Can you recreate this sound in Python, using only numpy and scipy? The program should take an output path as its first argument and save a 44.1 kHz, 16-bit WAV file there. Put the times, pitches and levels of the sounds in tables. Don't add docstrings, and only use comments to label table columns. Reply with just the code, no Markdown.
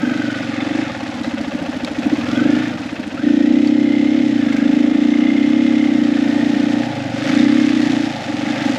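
import sys
import numpy as np
from scipy import signal
from scipy.fft import rfft, irfft
from scipy.io import wavfile
from scipy.ndimage import uniform_filter1d

SR = 44100
rng = np.random.default_rng(int(sys.argv[2]) if len(sys.argv) > 2 else 0)


def pcm_store(signal):
    levels = np.round(np.clip(np.atleast_2d(signal), -1, 1) * 32767)
    wavfile.write(sys.argv[1], SR, levels.astype(np.int16).T)


N = 387198
TIME = np.arange(N) / SR
CRUISE_HZ = 30


def undb(db):
    return 10 ** (np.asarray(db) / 20)


def unit(x):
    return x / np.sqrt(np.mean(x ** 2))


def curves(table):
    times, *columns = np.transpose(table)
    return [np.interp(TIME, times, column) for column in columns]


def noise():
    return rng.standard_normal(N)


def band(x, hz, width_hz, order=1):
    low = np.sqrt(hz ** 2 + width_hz ** 2 / 4) - width_hz / 2
    high = min(low + width_hz, SR / 2 - 1)
    return signal.sosfilt(signal.butter(order, [low, high], "band", fs=SR, output="sos"), x)


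def resonances(x, modes, order=1):
    return sum(undb(level_db) * band(x, hz, width_hz, order) for hz, width_hz, level_db in modes)


def colour(x, points):
    hz, level_db = np.transpose(points)
    f = np.arange(N // 2 + 1) * SR / N
    gain = undb(np.interp(np.log(f + 1), np.log(hz), level_db))
    return unit(irfft(rfft(x) * gain, N))


def walk(rate_hz):
    hold = int(SR / rate_hz)
    steps = np.repeat(rng.standard_normal(N // hold + 1), hold)
    return unit(uniform_filter1d(steps, hold)[:N])


def fade(x, seconds):
    return signal.lfilter([1], [1, -np.exp(-1 / (seconds * SR))], x)


def strokes(cycle, place, scatter_db, jitter_s):
    times = np.interp(np.arange(1, int(cycle[-1])) + place, cycle, TIME)
    chance = rng.standard_normal((len(times), 2))
    at = ((times + jitter_s * chance[:, 0]) * SR).astype(int)
    out = np.zeros(N)
    out[np.clip(at, 0, N - 1)] = undb(scatter_db * chance[:, 1])
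    return out


def bump(cycle, place, length):
    return np.exp(-.5 * (((cycle - place + .5) % 1 - .5) / length) ** 2)


def kick(cycle, place, length):
    return np.exp(-((cycle - place) % 1) / length)


SHUT_DB, OPEN_DB = -19, -8


def closure(gulp_db):
    return np.clip((OPEN_DB - gulp_db) / (OPEN_DB - SHUT_DB), 0, 1)


# hz [Hz], width_hz [Hz], level_db [dB]
AIRBOX_MODES = [(249, 11.7, 1.5), (312.4, 93, 7)]


def airbox(x):
    thump = band(x, 260.1, 103.0, order=4) + undb(-11.0) * band(x, 197.6, 153.0, order=2)
    return thump + resonances(thump, AIRBOX_MODES)


# hz [Hz], width_hz [Hz], level_db [dB]
INLET_MODES = [(363, 35, -11.5), (472, 41, -19), (555.5, 67, -15.5), (661, 58, -25)]
# start_s [s], bark_db [dB], snarl_db [dB]
BARK_LEVELS = [(0, 6, -28), (.75, 9, -17), (1.3, -2, -19), (2.0, 2, -33), (2.4, 11, -29), (2.7, -2, -16),
               (3.2, 4.5, -29), (3.7, 4, -41), (4.2, 4, -41), (4.5, 2, -27), (4.8, 3, -27.5),
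               (5.6, 3.5, -31), (6.3, 4.5, -30.5), (7.4, 3.5, -31), (8.78, -3, -28)]
# start_s [s], pitch_hz [Hz]
AIRBOX_DRIFT = [(0, 274.6), (.45, 265.5), (.8, 278.5), (1.5, 266), (2.1, 270.7), (2.45, 272.4), (3.3, 271),
                (4.2, 271.4), (4.58, 259), (4.9, 268.5), (5.6, 266.7), (5.85, 268), (6.4, 266.6),
                (7.4, 265.7), (7.8, 273.6), (8.78, 266.5)]
AIRBOX_REST_HZ = 274
OPENING_LEAD_S, OPENING_DB = 0.01122, -18
SHUT_ROUGH, OPEN_ROUGH = 0.55, 0.04


def intake(cycle, gulp_db):
    rough = np.clip(OPEN_ROUGH + (SHUT_ROUGH - OPEN_ROUGH) * closure(gulp_db) ** 2, 0, 1)

    age = np.arange(SR // 8) / SR
    push = signal.unit_impulse(len(age))
    boom = airbox(push)
    bark = band(resonances(push, INLET_MODES, order=2), 521, 330, order=3)
    snarl = band(push, 769, 264, order=5)
    opening = band(push, 315.8, 100, order=3)
    opening = undb(OPENING_DB) * opening / opening.max()

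    bark_s, bark_db, snarl_db = np.transpose(BARK_LEVELS)
    ring = np.zeros(N)
    for s in np.interp(np.arange(1, int(cycle[-1]) + 1), cycle, TIME):
        span = slice(max(int((s - OPENING_LEAD_S) * SR), 0), int(s * SR) + len(age))
        transpose = np.interp(s, *np.transpose(AIRBOX_DRIFT)) / AIRBOX_REST_HZ
        since = (TIME[span] - s) * transpose
        gulp = boom + undb(np.interp(s, bark_s, bark_db)) * bark
        gulp = gulp + undb(np.interp(s, bark_s, snarl_db)) * snarl
        ring[span] += np.interp(since, age, gulp / boom.max())
        ring[span] += np.interp(since + OPENING_LEAD_S, age, opening)

    flow = bump(cycle, 0, .11) + 1.3 * rough ** 2 + .1
    rush = unit(airbox(noise() * flow))
    clean = undb(-1.0) * np.sqrt(1 - rough ** 2) * ring
    return undb(gulp_db) * (clean + undb(-7) * rough * rush)


# hz [Hz], width_hz [Hz], level_db [dB]
HEADER_MODES = [(547.4, 42, 5), (812, 112, -8)]


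def combustion(cycle, level_db):
    blow = strokes(cycle, .57, scatter_db=1.3, jitter_s=.00003)
    return undb(level_db) * unit(resonances(blow, HEADER_MODES, order=2))


# hz [Hz], width_hz [Hz], level_db [dB]
SILENCER_MODES = [(110, 3.7, -6), (159, 18, 3), (206, 52, 9.5), (533, 11, 9)]


def exhaust(cycle, gulp_db):
    blowdown = strokes(cycle, .9, scatter_db=1.2, jitter_s=.00004)
    sweep = strokes(cycle, .63, scatter_db=1.5, jitter_s=.00008)
    pipe = resonances(blowdown + undb(2) * sweep, SILENCER_MODES)
    heavy = (CRUISE_HZ / (np.gradient(cycle) * SR)) ** .8
    return undb(-35.0 + 1.1 * gulp_db) * heavy * unit(band(pipe, 202, 600, order=3))


LUG_HZ, SMOOTH_HZ = 7.8, 26.6


def lugging(cycle, firing_hz):
    share = np.clip((SMOOTH_HZ - firing_hz) / (SMOOTH_HZ - LUG_HZ), 0, 1)
    grit = noise() * undb(3 * walk(700))
    body = band(band(grit, 1300, 2100, order=2), 2400, 3000)
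    burst = unit(body + undb(2) * band(grit, 2536, 170, order=2))
    thud = undb(-28.0) * bump(cycle, place=.64, length=.085) * burst
    air = unit(band(noise(), 8740, 3000, order=3))
    hiss = undb(-47.5 + .8 * walk(15.0)) * bump(cycle, place=0.15, length=0.053) * air
    return share * (thud + hiss)


# order [multiple of the firing rate], level_db [dB]
SHAKE_ORDERS = [(2, -1), (3, -32.5), (4, -2), (5, -1), (6, -5), (7, -5.5)]


def shake(cycle, level_db):
    lines = sum(undb(order_db + 1.5 * walk(6)) * np.sin(2 * np.pi * order * cycle)
                for order, order_db in SHAKE_ORDERS)
    return undb(level_db) * unit(band(band(lines, 125.7, 71), 138.0, 100))


def tooth_load(cycle):
    return 0.45 + bump(cycle, 0.64, 0.098) + 0.5 * bump(cycle, 0.068, 0.14)


# [dB, cruise]
GEAR_MESHES = [(52, -3, -14.5), (63.23, 1, 5.5), (82.2, -4, -14.5), (90.2, -12.5, -4.5),
               (105.3, -6.5, -9.5), (128.2, -5.5, -2.5)]
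SURGE = .014


def gears(cycle, whine_db):
    firing_hz = np.gradient(cycle) * SR
    drive = np.clip((firing_hz - 28.5) / 1.5, 0, 1)
    surge = SURGE * (CRUISE_HZ / firing_hz) ** 2 * np.sin(2 * np.pi * cycle) / (2 * np.pi)
    mesh = np.zeros(N)
    for teeth, slow_db, fast_db in GEAR_MESHES:
        backlash = .55 + walk(170) + 1j * walk(170)
        tone = np.exp(2j * np.pi * round(teeth) * (cycle + surge))
        mesh += undb(slow_db + (fast_db - slow_db) * drive) * (tone * backlash).real
    whine = band(tooth_load(cycle) * mesh, 1840, 2300, order=2)
    return undb(whine_db - 7.0) * unit(whine + undb(-2) * band(whine, 1500, 280))


# hz [Hz], width_hz [Hz], level_db [dB]
COVER_MODES = [(2093, 81, -1), (2955, 130, -13), (3410, 130, -14)]


def cover(cycle, level_db):
    load = tooth_load(cycle)
    song = resonances(load * noise(), COVER_MODES, order=2)
    return undb(level_db) * unit(load * song)


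# hz [Hz], width_hz [Hz], level_db [dB]
RASP_MODES = [(1286, 283, -3), (1800, 590, -1.5), (2080, 160, -11.5), (2540, 160, -3.5), (3554, 210, -6.5)]


def rasp(cycle, level_db):
    gate = .5 + kick(cycle, .64, .3) + .6 * kick(cycle, .04, .2)
    chatter = noise() * undb(2.5 * walk(400)) * gate
    return undb(level_db) * unit(resonances(chatter, RASP_MODES, order=2))


# cruise_db [dB], speed_db [dB per doubling of speed],
# pull_db [dB at full pull], shut_db [dB with the throttle shut]
CLATTER_LEVEL_LAW = (-35, 1, 3.5, -3)
FULL_PULL_HZ_PER_S, PULL_S = 72, 0.5


def clatter_level(firing_hz, gulp_db):
    cruise_db, speed_db, pull_db, shut_db = CLATTER_LEVEL_LAW
    gaining = np.clip(np.gradient(firing_hz) * SR / FULL_PULL_HZ_PER_S, 0, 1)
    pull = uniform_filter1d(gaining, int(PULL_S * SR))
    speed = np.log2(firing_hz / CRUISE_HZ)
    return cruise_db + speed_db * speed + pull_db * pull + shut_db * closure(gulp_db)


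# place [0-1 of cycle], length [cycles], level_db
# [dB]
CYCLE_KNOCKS = [(.04, 0.64, 4), (0.66, 0.23, 5), (.8, .1, 2.5)]
# hz [Hz], width_hz [Hz], level_db [dB]
CASE_MODES = [(1920, 180, 6.5), (2420, 210, -7.5), (3370, 360, -5.5), (3860, 640, -1), (5200, 210, 3),
              (6100, 78, 3.5), (6970, 280, -7)]
# hz [Hz], level_db [dB]
CLATTER_COLOUR = [(400, -20), (800, -12.5), (1020, -11), (1300, 0.5), (1900, -6.5), (2600, 0), (3500, -7),
                  (5000, -12), (7000, -16), (9000, -25.5), (11000, -31), (12300, -49), (14000, -56)]


def clatter(cycle, level_db):
    hits = sum(undb(knock_db) * strokes(cycle, place, scatter_db=1.5, jitter_s=.00002)
               for place, _, knock_db in CYCLE_KNOCKS)
    tail = (noise() * np.exp(-TIME / 0.0081))[:SR // 20]
    ring = unit(band(signal.fftconvolve(hits, tail)[:N], 1500, 3200))
    gate = sum(undb(knock_db) * kick(cycle, place, length) for place, length, knock_db in CYCLE_KNOCKS)
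    chain = (np.gradient(cycle) * SR / 50) ** 2
    rattle = unit(noise() * (gate / gate.max() * undb(1.6 * walk(60)) + chain))
    blows = rattle + undb(-9) * ring
    cases = blows + resonances(blows, CASE_MODES)
    return undb(level_db - 2.5) * colour(cases, CLATTER_COLOUR)


# start_s [s], peak_db [dB], ring_hz [Hz],
# ring_over_crack_db [dB, before the final band], decay_s [s]
KNOCK_BURSTS = [(1.233, -25, 3900, 5, 0.044), (1.412, -23.5, 4480, 0, 0.0034),
                (1.471, -36, 1900, 5, 0.0044), (1.847, -13, 2420, 8, 0.0026),
                (2.031, -18.5, 2600, 31, 0.0088), (2.098, -27, 3400, 19, 0.0048),
                (2.315, -22, 3340, 10, 0.0036), (2.357, -26, 3300, 21, 0.0062),
                (3.673, -23, 4620, 14, 0.0028), (4.527, -23, 2150, 23, .005),
                (4.566, -22, 2200, 21.5, 0.0048), (5.301, -27, 2120, 21, 0.0037),
                (7.389, -18.5, 3700, 15, 0.0062), (8.65, -32, 2800, 5, 0.0046)]


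def stones_and_knocks():
    out = np.zeros(N)
    age = TIME[:SR // 10]
    for start_s, peak_db, ring_hz, ring_over_crack_db, decay_s in KNOCK_BURSTS:
        blow = rng.standard_normal(len(age)) * np.exp(-age / decay_s)
        crack = band(blow, 3400, 3900)
        ring = undb(ring_over_crack_db) * band(blow, ring_hz, ring_hz / 12, order=2)
        burst = band(crack + ring, 2100, 5400, order=2)
        at = int(start_s * SR)
        out[at:at + len(age)] += (undb(peak_db) * burst / np.abs(burst).max())[:N - at]
    return out


# hz [Hz], level_db [dB]
GRAVEL_COLOUR = [(500, -25), (1500, 7), (3000, 5.5), (5000, 0.5), (7000, -6.5), (8500, -14), (10000, -17.5),
                 (11400, -26.5), (12300, -52.5), (15000, -57.5)]
# hz [Hz], level_db [dB]
TYRE_COLOUR = [(25, -35), (60, -24), (120, -9.5), (250, 12), (400, -11), (480, -3), (545, -0.5), (620, -1),
               (720, -5.5), (900, -9), (1020, -20.5), (2000, -12), (5000, -48)]


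def tyres(rumble_db, crunch_db, drone_db):
    grain_gain = undb(2 * np.minimum(rng.exponential(size=N), 5))
    grains = (rng.random(N) < 700 / SR) * grain_gain
    crunch = colour(noise() * (fade(grains, .0012) + 1.0), GRAVEL_COLOUR)
    rumble = colour(noise() * undb(1.4 * walk(25)), TYRE_COLOUR)
    drone = unit(band(noise(), 765, 190, order=3))
    return undb(crunch_db + 6.5) * crunch + undb(rumble_db - 2.5) * rumble + undb(drone_db) * drone


# start_s [s], firing_hz [firings per second]
ENGINE_SPEED = [(0.0, 24.92), (0.68, 22.51), (0.8, 27.45), (0.93, 18.14), (1.44, 14.32), (2.06, 13.13),
                (2.2, 19.1), (2.52, 27.04), (2.68, 28.74), (2.84, 16.05), (3.13, 12.56), (3.25, 29.55),
                (3.42, 28.87), (3.53, 31.3), (3.64, 32.99), (3.72, 33.58), (3.85, 32.47), (3.98, 32.58),
                (4.1, 33.36), (4.21, 35.43), (4.35, 29.96), (4.48, 26.36), (4.57, 25.19), (4.68, 27.48),
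                (4.83, 26.95), (4.93, 27.92), (5.03, 29.82), (5.15, 29.27), (5.26, 30.83), (5.45, 32.59),
                (5.58, 34.3), (5.67, 34.68), (5.76, 33.55), (5.85, 33.37), (5.96, 30.51), (6.11, 29.18),
                (6.22, 28.73), (6.4, 29.47), (6.62, 29.23), (6.85, 29.82), (7.12, 23.14), (7.35, 28.78),
                (7.57, 34.65), (7.7, 32.55), (7.88, 29.3), (8.1, 28.8), (8.38, 21.6), (8.48, 27.45),
                (8.78, 23.81)]
# start_s [s], gulp_db [dB]
THROTTLE = [(0.0, -8), (0.3, -9.5), (0.35, -13.5), (0.5, -18), (0.6, -10.5), (0.78, -8), (0.82, -6.5),
            (0.86, -24), (1.28, -10.5), (1.92, -13), (2.12, -0.5), (2.23, -14), (2.46, -2), (2.56, -3.5),
            (2.79, -23.5), (2.86, -14), (3.0, -11.5), (3.07, -24), (3.15, -12.5), (3.21, -15.5), (3.25, -2),
            (4.58, -5.5), (4.64, -2.5), (5.75, -4), (6.8, -5.5), (6.89, -21), (7.13, -15.5), (7.38, -1.5),
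            (8.06, -7), (8.17, -28), (8.37, -14), (8.5, -7), (8.57, -17), (8.68, -6), (8.78, -15.5)]
# start_s [s], level_db [dB]
HOLLOW_LEVEL = [(0, -40), (.35, -55), (.5, -33.5), (1.05, -34.5), (1.5, -32), (2.1, -36.5), (2.6, -46),
                (3, -41), (3.4, -37), (4.4, -40), (5.5, -38.5), (6.9, -35.5), (7.3, -29), (7.7, -42),
                (8.2, -35), (8.78, -30)]
# start_s [s], level_db [dB]
SHAKE_LEVEL = [(0, -36.5), (.8, -32.5), (1.2, -35.5), (2, -34), (2.5, -31), (2.9, -37.5), (3.4, -34),
               (4.1, -33), (4.5, -34), (5.1, -39.5), (5.6, -33.5), (6.2, -33), (6.9, -32.5), (7.5, -30.5),
               (8.1, -33.5), (8.3, -36.5), (8.78, -32)]
# start_s [s], whine_db [dB]
WHINE_LEVEL = [(0, -26), (.3, -25.5), (.55, -34), (1, -29.5), (2.1, -29), (2.33, -23.5), (2.62, -25),
               (2.78, -30.5), (3.15, -32), (3.3, -28), (3.6, -35), (4.05, -30.5), (4.38, -32), (4.5, -29),
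               (4.62, -29), (4.8, -39.5), (5.1, -37), (5.6, -41), (6.1, -31.5), (6.7, -27.5), (7.05, -40),
               (7.35, -32.5), (7.85, -29), (8.15, -45), (8.6, -29)]
# start_s [s], level_db [dB]
COVER_LEVEL = [(3.3, -70), (3.5, -42), (3.8, -45), (3.95, -35), (4.2, -40.5), (4.35, -47), (5.1, -39.5),
               (5.24, -33.5), (5.6, -35), (5.92, -35), (6.1, -49), (7.4, -52), (7.7, -47), (8, -70)]
# start_s [s], level_db [dB]
RASP_LEVEL = [(0, -47), (.38, -36), (.55, -32), (.88, -32.5), (1.0, -42.5), (2.15, -50), (2.4, -41),
              (2.65, -33.5), (2.8, -53), (4.2, -49), (4.45, -36.5), (4.7, -37.5), (7.12, -39.5),
              (7.3, -28.5), (7.55, -33.5), (7.8, -32.5), (8.15, -37.5), (8.4, -35.5), (8.55, -30),
              (8.78, -38)]
# start_s [s], rumble_db [dB], crunch_db [dB]
GROUND_LEVELS = [(0, -23, -45), (.8, -30.5, -42.5), (1.4, -27, -46.5), (2.4, -21.5, -43), (2.9, -27.5, -46),
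                 (3.7, -28.5, -55.5), (4.5, -26, -47.5), (5.5, -29.5, -50), (6.5, -23, -42.5),
                 (7.1, -26.5, -44), (7.3, -19, -36.5), (7.5, -31, -39.5), (7.9, -23, -38),
                 (8.35, -25.5, -42.5), (8.65, -22.5, -37)]
# start_s [s], drone_db [dB]
DRONE_LEVEL = [(0, -51), (.8, -35), (1.3, -40.5), (2.4, -40.5), (3.2, -45.5), (5.5, -41), (6.3, -39.5),
               (6.9, -32), (7.6, -40), (8.2, -31.5), (8.78, -32.5)]


def scene():
    firing_hz, = curves(ENGINE_SPEED)
    gulp_db, = curves(THROTTLE)
    airbox_swell_s = .0113
    cycle = np.cumsum(firing_hz) / SR + airbox_swell_s * firing_hz

    breath = intake(cycle, gulp_db) + combustion(cycle, *curves(HOLLOW_LEVEL)) + exhaust(cycle, gulp_db)
    machinery = lugging(cycle, firing_hz) + shake(cycle, *curves(SHAKE_LEVEL))
    machinery += gears(cycle, *curves(WHINE_LEVEL)) + cover(cycle, *curves(COVER_LEVEL))
    machinery += rasp(cycle, *curves(RASP_LEVEL)) + clatter(cycle, clatter_level(firing_hz, gulp_db))
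    ground = tyres(*curves(GROUND_LEVELS), *curves(DRONE_LEVEL))
    return (breath + machinery + stones_and_knocks() + ground)[None]


def record(dry):
    ported = dry - 0.77 * band(dry, 8980, 750)
    rounded = ported / (1 + (ported / .9) ** 8) ** (1 / 8)
    top_hz = 15200
    return signal.sosfilt(signal.ellip(8, .2, 70, top_hz, fs=SR, output="sos"), rounded)


dry = scene()
out = record(dry)
pcm_store(out)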